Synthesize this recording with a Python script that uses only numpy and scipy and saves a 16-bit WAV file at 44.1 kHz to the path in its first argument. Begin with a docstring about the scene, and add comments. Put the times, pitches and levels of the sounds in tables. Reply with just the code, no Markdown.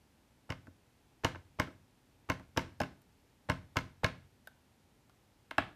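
"""A plastic ink pad taps face down on a stamp on a platform's lid, in three short groups, on a desk close by.
Felt noise leads each tap; ringing case modes and a crack make its knock, slow low modes the desk's thud.
Four times the tacky stamp lets go with a filtered noise click; twice the case catches the platform's edge.
Thin noise clicks tell of fingers; at last the pad is put down on its back, off to the side and farther away.
A small quiet room adds echoes, tails and a steady hush; the microphone thins the deep bass."""
import sys
import numpy as np
from scipy import signal
from scipy.fft import irfft, next_fast_len
from scipy.io import wavfile

SR = 44100
rng = np.random.default_rng(int(sys.argv[2]) if len(sys.argv) > 2 else 0)


def persist_wave(psi):
    """Save psi, clipped to +-1, as 16-bit WAV."""
    counts = np.round(np.clip(psi, -1, 1) * 32767).astype(np.int16)
    wavfile.write(sys.argv[1], SR, np.atleast_2d(counts).T)


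N = 253927

# Faint steady hush of the place. Each row: frequency in Hz, relative level in dB per Hz.
HUSH_SPECTRUM = [(25, -7.5), (45, -0.5), (125, 0), (160, -5.5), (250, -3.5), (350, -9), (700, -15),
                 (860, -12.5), (1100, -18.5), (2500, -21), (6000, -27), (14000, -31.5)]
# The room's answer close by. Each row: frequency in Hz, relative level in dB per Hz.
ROOM_SPECTRUM = [(70, 5.5), (140, -3), (200, 3), (280, 5), (450, 0), (1000, -1.5), (1600, 0.5), (2400, -4),
                 (4000, -10.5), (5600, -18), (8000, -23.5), (14000, -23.5)]
# The room's answer to the farther spot. Each row: frequency in Hz, relative level in dB per Hz.
FAR_TAIL_SPECTRUM = [(100, 3), (280, 2), (450, -7), (700, -2), (1600, 0.5), (2400, -3), (3300, -6.5),
                     (4400, -16), (6000, -28.5), (14000, -35)]
# How long the room rings. Each row: frequency in Hz, time to fall 60 dB in seconds.
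ROOM_T60 = [(100, 0.41), (250, 0.39), (600, 0.32), (1500, .29), (4000, 0.31), (8000, 0.3), (14000, .16)]
# Reflections from near surfaces. Each row: delay in seconds, level in dB against the direct sound.
NEAR_ECHOES = [(.0045, -17), (.0092, -19.5), (.0400, -27.5)]
# Edges in Hz of the noise bands that die at their own rates; the outer two bound all noise.
BAND_EDGES_HZ = [20, 200, 400, 800, 1600, 3200, 6400, 10000, 16000]

# Modes of the desk and platform. Each row: frequency in Hz, time to fall 60 dB in seconds, level in dB.
DESK_MODES = [(65.8, 0.2, -17), (101.5, 0.041, 8.5), (91.1, 0.21, -24.5), (135.1, 0.38, -20),
              (179.8, 0.21, -17), (265.2, 0.27, -16.5)]
# Rumble of the desk. Each row: frequency in Hz, relative level in dB per Hz.
RUMBLE_SPECTRUM = [(25, -1), (65, -4.5), (120, -4.5), (250, -12), (600, -45), (2000, -77)]
# Modes of the plastic case. Each row: frequency in Hz, time to fall 60 dB in seconds,
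# then level in dB when struck on the rim, face, back and corner.
CASE_MODES = [ (274, 0.081, -10.5, -8, -7, -5.5), (341.5, 0.099, -8.5, -17.5, -15, -18),
              (505, 0.05, -2, -11, -18.5, -11), (615, .05, -18, -6, -3, 8), (690, .04, -15, -20, 0, -8),
              (815, .04, -18, -14, 1, 9), (922, 0.079, -3.5, -14, -16, -14),
              (1045, 0.061, -22.5, -1, -30.5, -14), (1125, 0.027, -2, -14, 4, -8),
              (1293, 0.021, -19.5, -9.5, 0, -21), (1491, 0.028, -16, -0.5, -7, 0),
              (1672, 0.042, -3, -8, 4.5, -4), (1976, 0.027, -26.5, -12, -15, -29),
              (2152, 0.027, -10.5, 0, -15.5, -20), (2660, 0.016, -7, -7.5, 1.5, -13),
              (2913, 0.015, 1, -5, -13.5, -20), (3825, .025, -13.5, -26.5, -13.5, -15),
              (5170, 0.014, -17.5, -19, -24.5, -3)]
# The crowd of short-lived modes in the plastic. Each row: frequency in Hz, relative level in dB per Hz.
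CRACK_SPECTRUM = [(200, -7.5), (600, -3), (1500, -1), (2800, -5), (4000, -4.5), (5600, -5), (8000, -14.5),
                  (11000, -16), (14000, -11)]
# Their decay. Each row: frequency in Hz, time to fall 60 dB in seconds.
CRACK_T60 = [(200, 0.0438), (1500, 0.043), (5000, 0.015), (14000, 0.01)]
# The crack as heard from the farther spot. Each row: frequency in Hz, relative level in dB per Hz.
FAR_CRACK_SPECTRUM = [(200, -11.5), (450, -8.5), (900, 0.5), (1600, -2.5), (2200, -9), (3300, -3.5),
                      (3900, -5), (5600, -16), (8000, -17), (14000, -24)]
# Light click of case or stamp. Each row: frequency in Hz, relative level in dB per Hz.
CLICK_SPECTRUM = [(200, -36), (650, -1.5), (900, -5.5), (1250, 0), (1550, 6.5), (2000, -13), (2600, -11.5),
                  (4500, -11.5), (8000, -18.5), (13000, -10)]
# Its decay. Each row: frequency in Hz, time to fall 60 dB in seconds.
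CLICK_T60 = [(600, 0.038), (1500, 0.026), (5000, 0.015), (14000, 0.0086)]
# Squash of the felt on the stamp. Each row: frequency in Hz, relative level in dB per Hz.
FELT_SPECTRUM = [(100, -0.5), (300, -5.5), (600, -0.5), (950, 1), (1300, -5), (2000, -13.5), (3000, -17.5),
                 (4500, -28), (12000, -44)]

# In the tables below, brightness is a treble tilt and the spot blends 0 rim, 1 face, 2 back, 3 corner.
# The case shifts in the fingers. Each row: start in seconds, level in dB, brightness in dB per octave.
FINGER_CLICKS = [(3.018, -66.5, 4), (4.4731, -43.5, .5), (5.0965, -56, -2.5)]
# The pad is laid on its back, off to the side. Each row: start in seconds, knock level in dB,
# brightness in dB per octave, desk thud level in dB, spot, room tail level in dB against the knock.
SET_DOWNS = [(5.5095, -37, 1.5, -65, 1.12, -19), (5.5810, -23.5, -0.5, -30, 2, -13.5)]
# The stamp lets go of the rising pad. 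Each row: start in seconds, click level in dB,
# click brightness in dB per octave, lid drop level in dB, treble limit of the drop in Hz.
LIFTS = [(0.6706, -48, 1, -38.5, 270), (1.3485, -38, -3, -44.5, 4500), (1.6734, -38.5, -1, -34, 300),
         (2.3976, -43, -6, -48, 500)]
# The pad catches the platform's edge. Each row: knock time in seconds, knock level in dB,
# brightness in dB per octave, treble limit in Hz, desk thud level in dB, spot.
EDGE_KNOCKS = [ (2.8019, -30, 0.5, 14000, -45, 2.86), (2.8107, -25.5, -4, 490, -29.5, 0.77),
               (2.8154, -34.5, 2, 10000, -30.5, 1.14), (2.8334, -37, -0.5, 6830, -36, 1.4),
               (4.0448, -23, 2.5, 3570, -37.5, 0.88)]
# The pad lands on the stamp. Each row: knock time in seconds, knock level in dB, brightness in dB per
# octave, desk thud level in dB, spot, rebound level in dB, felt level in dB before its doubling.
TAPS = [ (0.5021, -33, 0.2, -28, 0.74, -38.5, -46), (1.246, -21, 0.5, -22.5, 0.29, -38, -35),
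        (1.5976, -23, -0.5, -24.5, 1.09, -36.5, -39.5), (2.2986, -24.5, -.5, -23, 1, -35.5, -37.5),
        (2.5733, -21.5, .5, -22, 0.082, -37, -39.5), (3.4978, -24.5, -.5, -20.5, 1.1, -35.5, -34.5),
        (3.768, -24.5, 0.57, -22.5, 1.1, -35, -36.5), (4.0431, -27, 1, -21, 1.48, -34, -32.5)]

BLOW_S, ROOM_S = .07, .4  # lengths of a blow and of a room or desk sound
CUTOFF_HZ = 14250  # top of the recorded band


def from_db(db):
    """Decibels to amplitude."""
    return 10 ** (np.asarray(db) / 20)


def at_hz(points, hz):
    """Read a table on a log-frequency axis."""
    freqs, values = np.transpose(points)
    return np.interp(np.log(hz), np.log(freqs), values)


def seconds(length_s):
    """Sample times from zero."""
    return np.arange(int(length_s * SR)) / SR


def dying(t, t60):
    """Exponential decay that falls 60 dB in t60 seconds."""
    return np.exp(-np.log(1000) * t / t60)


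def swelling(t, rise_s):
    """Smooth exponential approach to full level."""
    return 1 - np.exp(-t / rise_s)


def add(track, s, sound):
    """Lay a sound into the track at a time."""
    start = round(s * SR)
    track[start:start + len(sound)] += sound[:len(track) - start]


def contact_colour(hz, bright_db, limit_hz):
    """A hard contact favours the treble; a long, soft one cannot excite it."""
    tilt = from_db(bright_db * np.log2(np.hypot(hz, 700) / 1400))  # flattens out below 700 Hz
    return tilt / np.hypot(1, (hz / limit_hz) ** 2)


def noise(t, spectrum, t60s=None, bright_db=0, limit_hz=np.inf):
    """Noise near rms 1 before contact colour and decay; with decay times, each band dies at its own rate."""
    size = next_fast_len(len(t), real=True)
    hz = np.maximum(np.arange(size // 2 + 1) * SR / size, 1)
    in_band = (hz > BAND_EDGES_HZ[0]) & (hz < BAND_EDGES_HZ[-1])
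    gain = from_db(at_hz(spectrum, hz)) * in_band
    gain = gain / np.sqrt(np.mean(gain ** 2))
    gain = gain * contact_colour(hz, bright_db, limit_hz)
    random_phase = np.exp(2j * np.pi * rng.random(len(hz)))
    bins = gain * np.sqrt(size) * random_phase
    if t60s is None:
        return irfft(bins, size)[:len(t)]
    out = np.zeros(len(t))
    for low, high in zip(BAND_EDGES_HZ, BAND_EDGES_HZ[1:]):
        band = irfft(bins * ((hz >= low) & (hz < high)), size)[:len(t)]
        out += band * dying(t, at_hz(t60s, np.sqrt(low * high)))
    return out


def ring(t, hz, t60, level_db, rise_s):
    """Sines that swell and decay, neighbours swinging in opposite directions."""
    signs = (-1) ** np.arange(len(hz))
    sines = np.sin(2 * np.pi * hz[:, None] * t)
    swings = sines * dying(t, t60[:, None]) * swelling(t, rise_s)
    return (signs * from_db(level_db)) @ swings


def room_hush(level_db=-67.5):
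    """The quiet place itself: steady coloured noise."""
    return from_db(level_db) * noise(np.arange(N) / SR, HUSH_SPECTRUM)


def room(dry, ring_on_db=-45, build_s=0.0034):
    """Near surfaces add early echoes; later ones carry each knock's own pitches on."""
    t = seconds(ROOM_S)
    nearly_flat = [(100, 0.0052), (14000, 0.0035)]  # Hz, dB per Hz
    build_up = 1 - np.exp(-(t / build_s) ** 2)
    response = from_db(ring_on_db) * noise(t, nearly_flat, ROOM_T60) * build_up
    response[0] += 1  # direct sound
    for delay_s, level_db in NEAR_ECHOES:
        add(response, delay_s, from_db([level_db]))
    return signal.fftconvolve(dry, response)[:N]


def room_tail(spectrum, bright_db, limit_hz=np.inf, build_s=0.0043):
    """Sound thrown in all directions comes back as a smooth, diffuse tail."""
    t = seconds(ROOM_S)
    build_up = 1 - np.exp(-(t / build_s) ** 2)
    return noise(t, spectrum, ROOM_T60, bright_db, limit_hz) * build_up


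def desk_bump(swing_hz=90, t60=.1, rise_s=0.013):
    """A slow push only sways the desk, without making it rumble."""
    t = seconds(ROOM_S)
    return np.sin(2 * np.pi * swing_hz * t) * dying(t, t60) * swelling(t, rise_s)


def desk_thud(rise_s=0.0066, scatter_db=1.0, rumble_db=-23, rumble_t60=0.36):
    """The heavy desk takes a moment to swing, then hums and rumbles briefly."""
    t = seconds(ROOM_S)
    hz, t60, level_db = np.transpose(DESK_MODES)
    rumble = noise(t, RUMBLE_SPECTRUM) * dying(t, rumble_t60) * swelling(t, rise_s)
    level_db = level_db + scatter_db * rng.standard_normal(len(hz))
    return ring(t, hz, t60, level_db, rise_s) + from_db(rumble_db) * rumble


def settling(count=3, spacing_s=.066, unevenness=0.16, start_db=-9.5, fade_db_per_s=-70.5):
    """After each tap the desk settles under the hand in a few uneven, fading bumps."""
    out = np.zeros(N)
    for s, _, _, thud_db, *_ in TAPS:
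        gaps_s = spacing_s * (1 + unevenness * rng.uniform(-1, 1, count))
        for after_s in np.cumsum(gaps_s):
            level_db = thud_db + start_db + fade_db_per_s * after_s
            add(out, s + after_s, from_db(level_db) * desk_bump())
    return out


def finger_clicks(room_db=-30):
    """Held in the fingers, the case clicks thinly, with no desk under it."""
    out = np.zeros(N)
    for s, level_db, bright_db in FINGER_CLICKS:
        click = noise(seconds(BLOW_S), CLICK_SPECTRUM, CLICK_T60, bright_db)
        add(out, s, from_db(level_db) * click)
        add(out, s, from_db(level_db + room_db) * room_tail(ROOM_SPECTRUM, bright_db))
    return out


def case_knock(bright_db, limit_hz, spot, crack_spectrum, rise_s=0.00068, travel_s=0.001413,
               crack_db=-1.5, crack_rise_s=0.00046, scatter_db=0.5):
    """The spot that lands decides which modes of the case speak; a crack leads them."""
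    t = seconds(BLOW_S)
    hz, t60, *by_spot = np.transpose(CASE_MODES)
    # blend the levels in dB of the two nearest spots
    spot = np.clip(spot, 0, len(by_spot) - 1)
    shares = np.maximum(1 - abs(spot - np.arange(len(by_spot))), 0)
    level_db = shares @ np.array(by_spot) + scatter_db * rng.standard_normal(len(hz))
    level_db = level_db + 20 * np.log10(contact_colour(hz, bright_db, limit_hz))
    # bending waves travel slower at low pitch, so the low modes start later
    arrival_s = travel_s * np.sqrt(np.median(hz) / hz)
    age = np.maximum(t - arrival_s[:, None], 0)
    body = ring(age, hz, t60, level_db, rise_s)
    crack = noise(t, crack_spectrum, CRACK_T60, bright_db, limit_hz) * swelling(t, crack_rise_s)
    return body + from_db(crack_db) * crack


def contact(knock_db, bright_db, limit_hz, spot, room_db):
    """One close knock of the case, its room tail set against the knock."""
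    sound = from_db(room_db) * room_tail(ROOM_SPECTRUM, bright_db, limit_hz)
    add(sound, 0, case_knock(bright_db, limit_hz, spot, CRACK_SPECTRUM))
    return from_db(knock_db) * sound


def set_down():
    """A light touch on the desk, then the back claps down; farther off, it sounds duller and roomier."""
    out = np.zeros(N)
    for s, knock_db, bright_db, thud_db, spot, room_db in SET_DOWNS:
        add(out, s, from_db(thud_db) * desk_thud())
        add(out, s, from_db(knock_db) * case_knock(bright_db, np.inf, spot, FAR_CRACK_SPECTRUM))
        add(out, s, from_db(knock_db + room_db) * room_tail(FAR_TAIL_SPECTRUM, bright_db))
    return out


def lifts(click_limit_hz=2010, drop_s=.007, drop_bright_db=-2.0, drop_spot=0.83, drop_room_db=-31,
          drop_thud_db=-39):
    """The tacky stamp comes free with a dull click, and the lid under it drops back onto the desk."""
    out = np.zeros(N)
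    for s, click_db, bright_db, drop_db, limit_hz in LIFTS:
        click = noise(seconds(BLOW_S), CLICK_SPECTRUM, CLICK_T60, bright_db, click_limit_hz)
        add(out, s, from_db(click_db) * click)
        add(out, s + drop_s, contact(drop_db, drop_bright_db, limit_hz, drop_spot, drop_room_db))
        add(out, s + drop_s, from_db(drop_thud_db) * desk_bump())
    return out


def edge_knocks(push_lead_s=0.0028, room_db=-19.5):
    """Close, hard knocks of the case on the platform, some bright, some dull."""
    out = np.zeros(N)
    for s, knock_db, bright_db, limit_hz, thud_db, spot in EDGE_KNOCKS:
        add(out, s - push_lead_s, from_db(thud_db) * desk_thud())
        add(out, s, contact(knock_db, bright_db, limit_hz, spot, room_db))
    return out


def felt_squash(swell_s=0.0029, t60=0.062):
    """A short, dull squash of doubled noise that runs into the knock."""
    t = seconds(BLOW_S)
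    return noise(t, FELT_SPECTRUM) * 2 * swelling(t, swell_s) * dying(t, t60)


def taps(felt_lead_s=.0104, push_lead_s=0.0024, limit_hz=13000, room_db=-19.5,
         rebound_s=.0187, rebound_limit_hz=6100, rebound_spot=0.91, rebound_room_db=-24):
    """The felt touches, the desk is pushed, the case knocks and rebounds once, weaker and duller, near the face."""
    out = np.zeros(N)
    for s, knock_db, bright_db, thud_db, spot, rebound_db, felt_db in TAPS:
        add(out, s - felt_lead_s, from_db(felt_db) * felt_squash())
        add(out, s - push_lead_s, from_db(thud_db) * desk_thud())
        add(out, s, contact(knock_db, bright_db, limit_hz, spot, room_db))
        rebound = contact(rebound_db, bright_db, rebound_limit_hz, rebound_spot, rebound_room_db)
        add(out, s + rebound_s, rebound)
    return out


def scene():
    """The pad in the room, over a faint steady hush."""
    hush = room_hush()
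    pad = settling() + finger_clicks() + set_down() + lifts() + edge_knocks() + taps()
    return (room(pad) + hush)[None]


def record(dry, low_cut_hz=42):
    """The microphone loses the deep bass; the top is cut steeply."""
    low_cut = signal.butter(2, low_cut_hz, "high", fs=SR, output="sos")
    top_cut = signal.ellip(10, .3, 70, CUTOFF_HZ, fs=SR, output="sos")  # .3 dB ripple, 70 dB stopband
    return signal.sosfilt(top_cut, signal.sosfilt(low_cut, dry))


dry = scene()
out = record(dry)
persist_wave(out)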